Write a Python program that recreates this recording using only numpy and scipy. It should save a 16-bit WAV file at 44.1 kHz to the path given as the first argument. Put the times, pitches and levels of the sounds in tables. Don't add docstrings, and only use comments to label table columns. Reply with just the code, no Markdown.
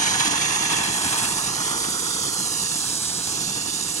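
import sys
import numpy as np
from scipy import signal
from scipy.fft import rfft, irfft
from scipy.io import wavfile
from scipy.ndimage import map_coordinates

SR = 44100
rng = np.random.default_rng(int(sys.argv[2]) if len(sys.argv) > 2 else 0)


def transcribe(signal):
    frames = np.atleast_2d(signal).T
    limited = np.clip(frames, -1, 1)
    pcm = np.round(limited * 32767).astype(np.int16)
    wavfile.write(sys.argv[1], SR, pcm)


N = 176400
TIME_S = np.arange(N) / SR
FREQ_HZ = np.maximum(np.arange(N // 2 + 1) * SR / N, 1)
FLUTTER_HZ, SPUTTER_HZ = 24.1, 128


def from_db(db):
    return 10 ** (np.asarray(db) / 20)


def in_time(rows):
    t_s, *columns = np.transpose(rows)
    return np.array([np.interp(TIME_S, t_s, c) for c in columns])


def colour(rows):
    f_hz, *columns = np.transpose(rows)
    return from_db([np.interp(np.log(FREQ_HZ), np.log(f_hz), c) for c in columns])


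def pan(right_db):
    return from_db(right_db * np.array([[-.5], [.5]]))


def delayed(x, delay_s):
    return map_coordinates(x, [(TIME_S - delay_s) * SR], order=3, mode="mirror")


def drift(corner_hz):
    slow = irfft(rfft(rng.standard_normal(N)) * (FREQ_HZ > 4) / (1 + (FREQ_HZ / corner_hz) ** 2), N)
    return 2 * np.tanh(slow / slow.std() / 2)


# f/Hz, level/dB
SCATTER_RATIO = [(100, -22), (500, -19), (1100, -17), (2000, -6), (3000, -7.5), (5000, -8), (8000, -7),
                 (12000, -1)]

def turbulence(gains):
    direct, *scattered = rfft(rng.standard_normal((3, N)))
    ratio = colour(SCATTER_RATIO)
    spectra = np.array([[direct, direct], ratio * np.array(scattered)])
    return irfft(spectra * (gains / np.sqrt(1 + ratio ** 2)), N) * np.sqrt(SR / 2)


def reflection(x, path, low_hz, low_q, top_hz, top_q):
    delay_ms, level_db = in_time(path)
    low, top = 1j * FREQ_HZ / low_hz, 1j * FREQ_HZ / top_hz
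    high_pass = low ** 2 / (low ** 2 + low / low_q + 1)
    low_pass = 1 / (top ** 2 + top / top_q + 1)
    return from_db(level_db) * delayed(irfft(rfft(x) * high_pass * low_pass, N), delay_ms / 1000)


# t/s, delay/ms, level/dB
LEFT_PATH = [(0.0, 0.954, -21.3), (0.5, 0.75, -16.8), (0.8, 0.807, -14.6), (1.05, 0.826, -15.6),
             (1.3, 0.778, -15.3), (1.45, 0.655, -15.2), (1.8, 0.532, -11.1), (2.0, 0.519, -9.0),
             (2.2, 0.526, -9.3), (2.6, 0.639, -12.2), (2.85, 0.756, -17.0), (3.1, 0.831, -19.4),
             (3.45, 0.646, -18.8), (4.0, 0.538, -14.4)]
MAIN_PATH = [(0.0, 1.202, -12.9), (0.25, 1.098, -9.7), (0.5, 1.015, -9.0), (0.8, 1.075, -6.7),
             (1.05, 1.121, -10.0), (1.3, 1.064, -8.3), (1.6, 0.855, -8.6), (1.8, 0.789, -8.8),
             (2.0, 0.757, -7.5), (2.2, 0.777, -7.2), (2.6, 0.957, -7.7), (2.85, 1.113, -14.3),
             (3.1, 1.208, -19.1), (3.45, 1.034, -12.3), (3.75, 0.989, -10.0), (4.0, 0.964, -12.3)]
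HOLLOW_PATH = [(0.0, 0.488, -9.3), (1.05, 0.46, -12.1), (1.3, 0.411, -19.5), (1.45, 0.526, -16.1),
               (1.6, 0.476, -9.6), (2.2, 0.462, -11.1), (2.6, 0.562, -15.6), (2.85, 0.463, -15.6),
               (3.1, 0.488, -8.2), (3.45, 0.457, -22.5), (3.75, 0.686, -21.5), (4.0, 0.578, -15.4)]
FAR_PATH = [(0.0, 1.478, -23.4), (0.8, 1.53, -23.8), (1.05, 1.401, -20.5), (1.3, 1.341, -16.3),
            (1.6, 1.156, -13.5), (1.8, 1.076, -12.3), (2.0, 1.037, -13.9), (2.2, 1.074, -13.9),
            (2.6, 1.243, -21.2), (2.85, 1.507, -20.0), (3.1, 1.514, -16.6), (4.0, 1.351, -19.2)]
BRIGHT_PATH = [(0.0, 1.39, -20.5), (0.5, 1.206, -19.9), (1.05, 1.314, -18.1), (1.3, 1.278, -14.1),
               (1.6, 1.091, -14.0), (1.8, 1.019, -14.0), (2.0, 1.01, -14.0), (2.2, 1.042, -19.9),
               (2.6, 1.211, -15.0), (3.1, 1.409, -25.1), (3.75, 1.301, -18.4), (4.0, 1.244, -16.2)]

def add_reflections(left, right):
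    faint = reflection(left, LEFT_PATH, low_hz=405, low_q=2.7, top_hz=3180, top_q=0.8)
    main = reflection(right, MAIN_PATH, low_hz=433, low_q=1.4, top_hz=3090, top_q=3.3)
    hollow = reflection(right, HOLLOW_PATH, low_hz=1260, low_q=0.71, top_hz=2275, top_q=5.8)
    far = reflection(right, FAR_PATH, low_hz=423, low_q=0.8, top_hz=8360, top_q=1.02)
    bright = reflection(right, BRIGHT_PATH, low_hz=1970, low_q=4.2, top_hz=9600, top_q=2.7)
    return np.array([left + faint, right + main + hollow + far + bright])


def sparks(level_db, rate_per_s=350, spread_db=11):
    bursts = rng.random(N) < rate_per_s / SR
    signs = rng.choice([-1, 1], N)
    sizes = from_db(spread_db * np.minimum(rng.exponential(1, N), 3))
    band = signal.butter(1, [1500, 9000], "band", fs=SR, output="sos")
    ticks = signal.sosfilt(band, bursts * signs * sizes)
    return ticks / ticks.std() * np.sqrt(SR / 4) * from_db(level_db)


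# t/s, f/Hz, level/dB
WHISTLE_TRACK = [(0, 6350, -66), (.3, 6450, -68), (.6, 6470, -66.5), (.95, 6370, -75), (1.5, 6180, -77),
                 (2.2, 6560, -74.5), (2.7, 7080, -76), (3.05, 7870, -78), (3.4, 7120, -74.5),
                 (4, 7230, -75)]

def whistle(width_hz=790, right_db=5.5):
    centre_hz, level_db = in_time(WHISTLE_TRACK)
    baseband = 1 / np.sqrt(1 + (2 * FREQ_HZ / width_hz) ** 4)
    phase = 2 * np.pi * np.cumsum(centre_hz) / SR
    band = turbulence(baseband) * np.cos(phase) + turbulence(baseband) * np.sin(phase)
    return np.sqrt(2) * from_db(level_db) * pan(right_db) * band


# t/s, level/dB
RUMBLE_LEVEL = [(0, -56), (0.25, -55), (0.55, -57), (0.8, -55.5), (1.15, -55), (1.5, -56.5), (1.75, -56.5),
                (2, -58), (2.3, -58.5), (2.8, -59.5), (3.25, -58.5), (3.45, -56.5), (3.6, -58.5), (4, -60)]
ROAR_LEVEL = [(0, -65.5), (0.1, -64.5), (0.25, -64.5), (0.37, -66), (0.45, -65.5), (0.56, -67.5),
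              (0.72, -65.5), (0.87, -66.5), (0.93, -69.5), (1.05, -67), (1.17, -65.5), (1.3, -69.5),
              (1.42, -70), (1.55, -68.5), (1.75, -67), (1.8, -72.5), (1.85, -66.5), (1.89, -71.5),
              (2.05, -71), (2.6, -74.5), (3.2, -77), (4, -81)]
EDGE_RE_ROAR = [(0, 5.5), (.8, 4.5), (1.25, 3.5), (1.5, -1), (1.75, -1), (1.9, -2), (2.3, -1.5), (2.8, 1),
                (4, 7.5)]
HISS_LEVEL = [(0, -75), (0.25, -72), (0.37, -77), (0.55, -73), (0.75, -74), (0.95, -71.5), (1.15, -71),
              (1.5, -69.5), (1.75, -70.5), (2.02, -71), (2.15, -69.5), (2.5, -70), (2.7, -68.5),
              (3.03, -69.5), (3.12, -70.5), (3.45, -69), (3.6, -71.5), (3.7, -69.5), (4, -72.5)]
SIZZLE_LEVEL = [(0, -84), (0.3, -86), (0.55, -81.5), (0.88, -83.5), (1, -78.5), (1.38, -78.5), (1.5, -85),
                (1.7, -80), (2.1, -79.5), (2.5, -79.5), (3.03, -81), (3.3, -85), (3.58, -86), (3.72, -86),
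                (4, -81.5)]
# f/Hz, level/dB
RUMBLE_SPECTRUM = [(30, -2.5), (300, -2), (600, -16), (1500, -26.5), (16000, -76)]
ROAR_SPECTRUM = [(30, -44), (300, -5), (700, -2), (1400, -1), (2700, -18), (8000, -88)]
EDGE_SPECTRUM = [(600, -10), (1400, -14), (1900, -2.5), (2700, -4.5), (4500, -8.5), (8000, -14.5),
                 (16000, -35.5)]
HISS_SPECTRUM = [(30, -34), (1500, -38), (3000, -8.5), (4500, 0), (7000, -1.5), (10000, -17), (16000, -6)]
SIZZLE_SPECTRUM = [(30, -70), (5000, -37), (7500, 7.5), (9500, -2), (16000, 0.5)]
# t/s, level/dB
EDGE_PAN = [(0, 2), (1, 0.5), (1.6, -1), (3.1, -2.5), (3.5, -2), (4, -3)]
HISS_PAN = [(0, -2), (.7, 0), (1.3, 2.5), (2.1, 1), (2.8, 2), (4, 3)]

def jet():
    flutter, sputter = drift(FLUTTER_HZ), drift(SPUTTER_HZ)

    def layer(spectrum, level_db, flutter_db, sputter_db, waver_db):
        noise = turbulence(colour(spectrum))
        swing_db = flutter_db * flutter + sputter_db * sputter + waver_db * drift(FLUTTER_HZ)
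        return noise * from_db(level_db + swing_db)

    roar_db = in_time(ROAR_LEVEL)
    edge_db = roar_db + in_time(EDGE_RE_ROAR)
    rumble = layer(RUMBLE_SPECTRUM, in_time(RUMBLE_LEVEL),
                   flutter_db=1.05, sputter_db=1.7, waver_db=-1.13)
    roar = layer(ROAR_SPECTRUM, roar_db, flutter_db=-0.9, sputter_db=0.9, waver_db=2.15)
    edge = layer(EDGE_SPECTRUM, edge_db, flutter_db=0.76, sputter_db=0.84, waver_db=1.7)
    hiss = layer(HISS_SPECTRUM, in_time(HISS_LEVEL), flutter_db=0.45, sputter_db=0.6, waver_db=0.63)
    sizzle = layer(SIZZLE_SPECTRUM, in_time(SIZZLE_LEVEL), flutter_db=0.95, sputter_db=0.2, waver_db=1)
    return rumble + roar + pan(in_time(EDGE_PAN)) * edge + pan(in_time(HISS_PAN)) * (hiss + sizzle)


# t/s, lead/us
SWAY_LEAD = [(0, 18), (.25, 22), (.5, 18), (.8, -2), (1.3, -13), (1.45, -1), (1.8, 5), (2.1, -10), (2.6, 0),
             (3.1, -39), (3.45, 3), (4, -17)]

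def scene():
    direct, scattered = jet() + whistle()
    left, right = direct + scattered + sparks(level_db=in_time(HISS_LEVEL) - 25.5)
    lead_s = in_time(SWAY_LEAD)[0] / 1e6
    return add_reflections(delayed(left, -lead_s), right)


# f/Hz, left level/dB, right level/dB
PORT_RESPONSE = [(30, -20, -17), (60, -13, -13), (113, -5, -5.5), (174, -2, -1), (245, -7, -7.5),
                 (320, -2, -4), (380, -9.5, -5.5), (470, 2, -2), (547, -2, -4), (756, 6, 1.5), (877, 11, 1),
                 (1130, 6, 4.5), (1510, 0, 11), (1600, 0, 3.5), (1675, 2, 8.5), (1830, 1, 3),
                 (2060, 0.5, -5.5), (2340, 4.5, -5), (2730, 2, 8), (3000, 5.5, -2), (3630, 1, 6.5),
                 (4000, 3.5, 7.5), (5200, -0.5, 5), (6650, 4.5, 9), (7520, 7.5, 6.5), (9450, 11, 16.5),
                 (10630, -4, 14.5), (11390, 1.5, 11), (12400, -5, -7.5), (14400, -21, -7), (16000, -8, -11)]
# f/Hz, lead/rad
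PORT_LEAD = [(0, -0.2), (150, 0.23), (300, 0.78), (600, 1.63), (860, 1.24), (1300, 1.0), (1640, 2),
             (1900, 3.5), (2150, 3.0), (2450, 4.5), (2760, 8), (3100, 7), (3880, 9), (4570, 10.5),
             (5510, 12), (6370, 13), (7060, 14), (9220, 15), (10900, 21), (11700, 18.5), (16100, 28)]

def record(dry, cutoff_hz=15750):
    lead_rad = np.interp(FREQ_HZ, *np.transpose(PORT_LEAD))
    ports = colour(PORT_RESPONSE) * np.exp(.5j * lead_rad * np.array([[1], [-1]]))
    low_pass = 1 / np.sqrt(1 + (FREQ_HZ / cutoff_hz) ** 400)
    return irfft(rfft(dry) * ports * low_pass, N)


dry = scene()
out = record(dry)
transcribe(out)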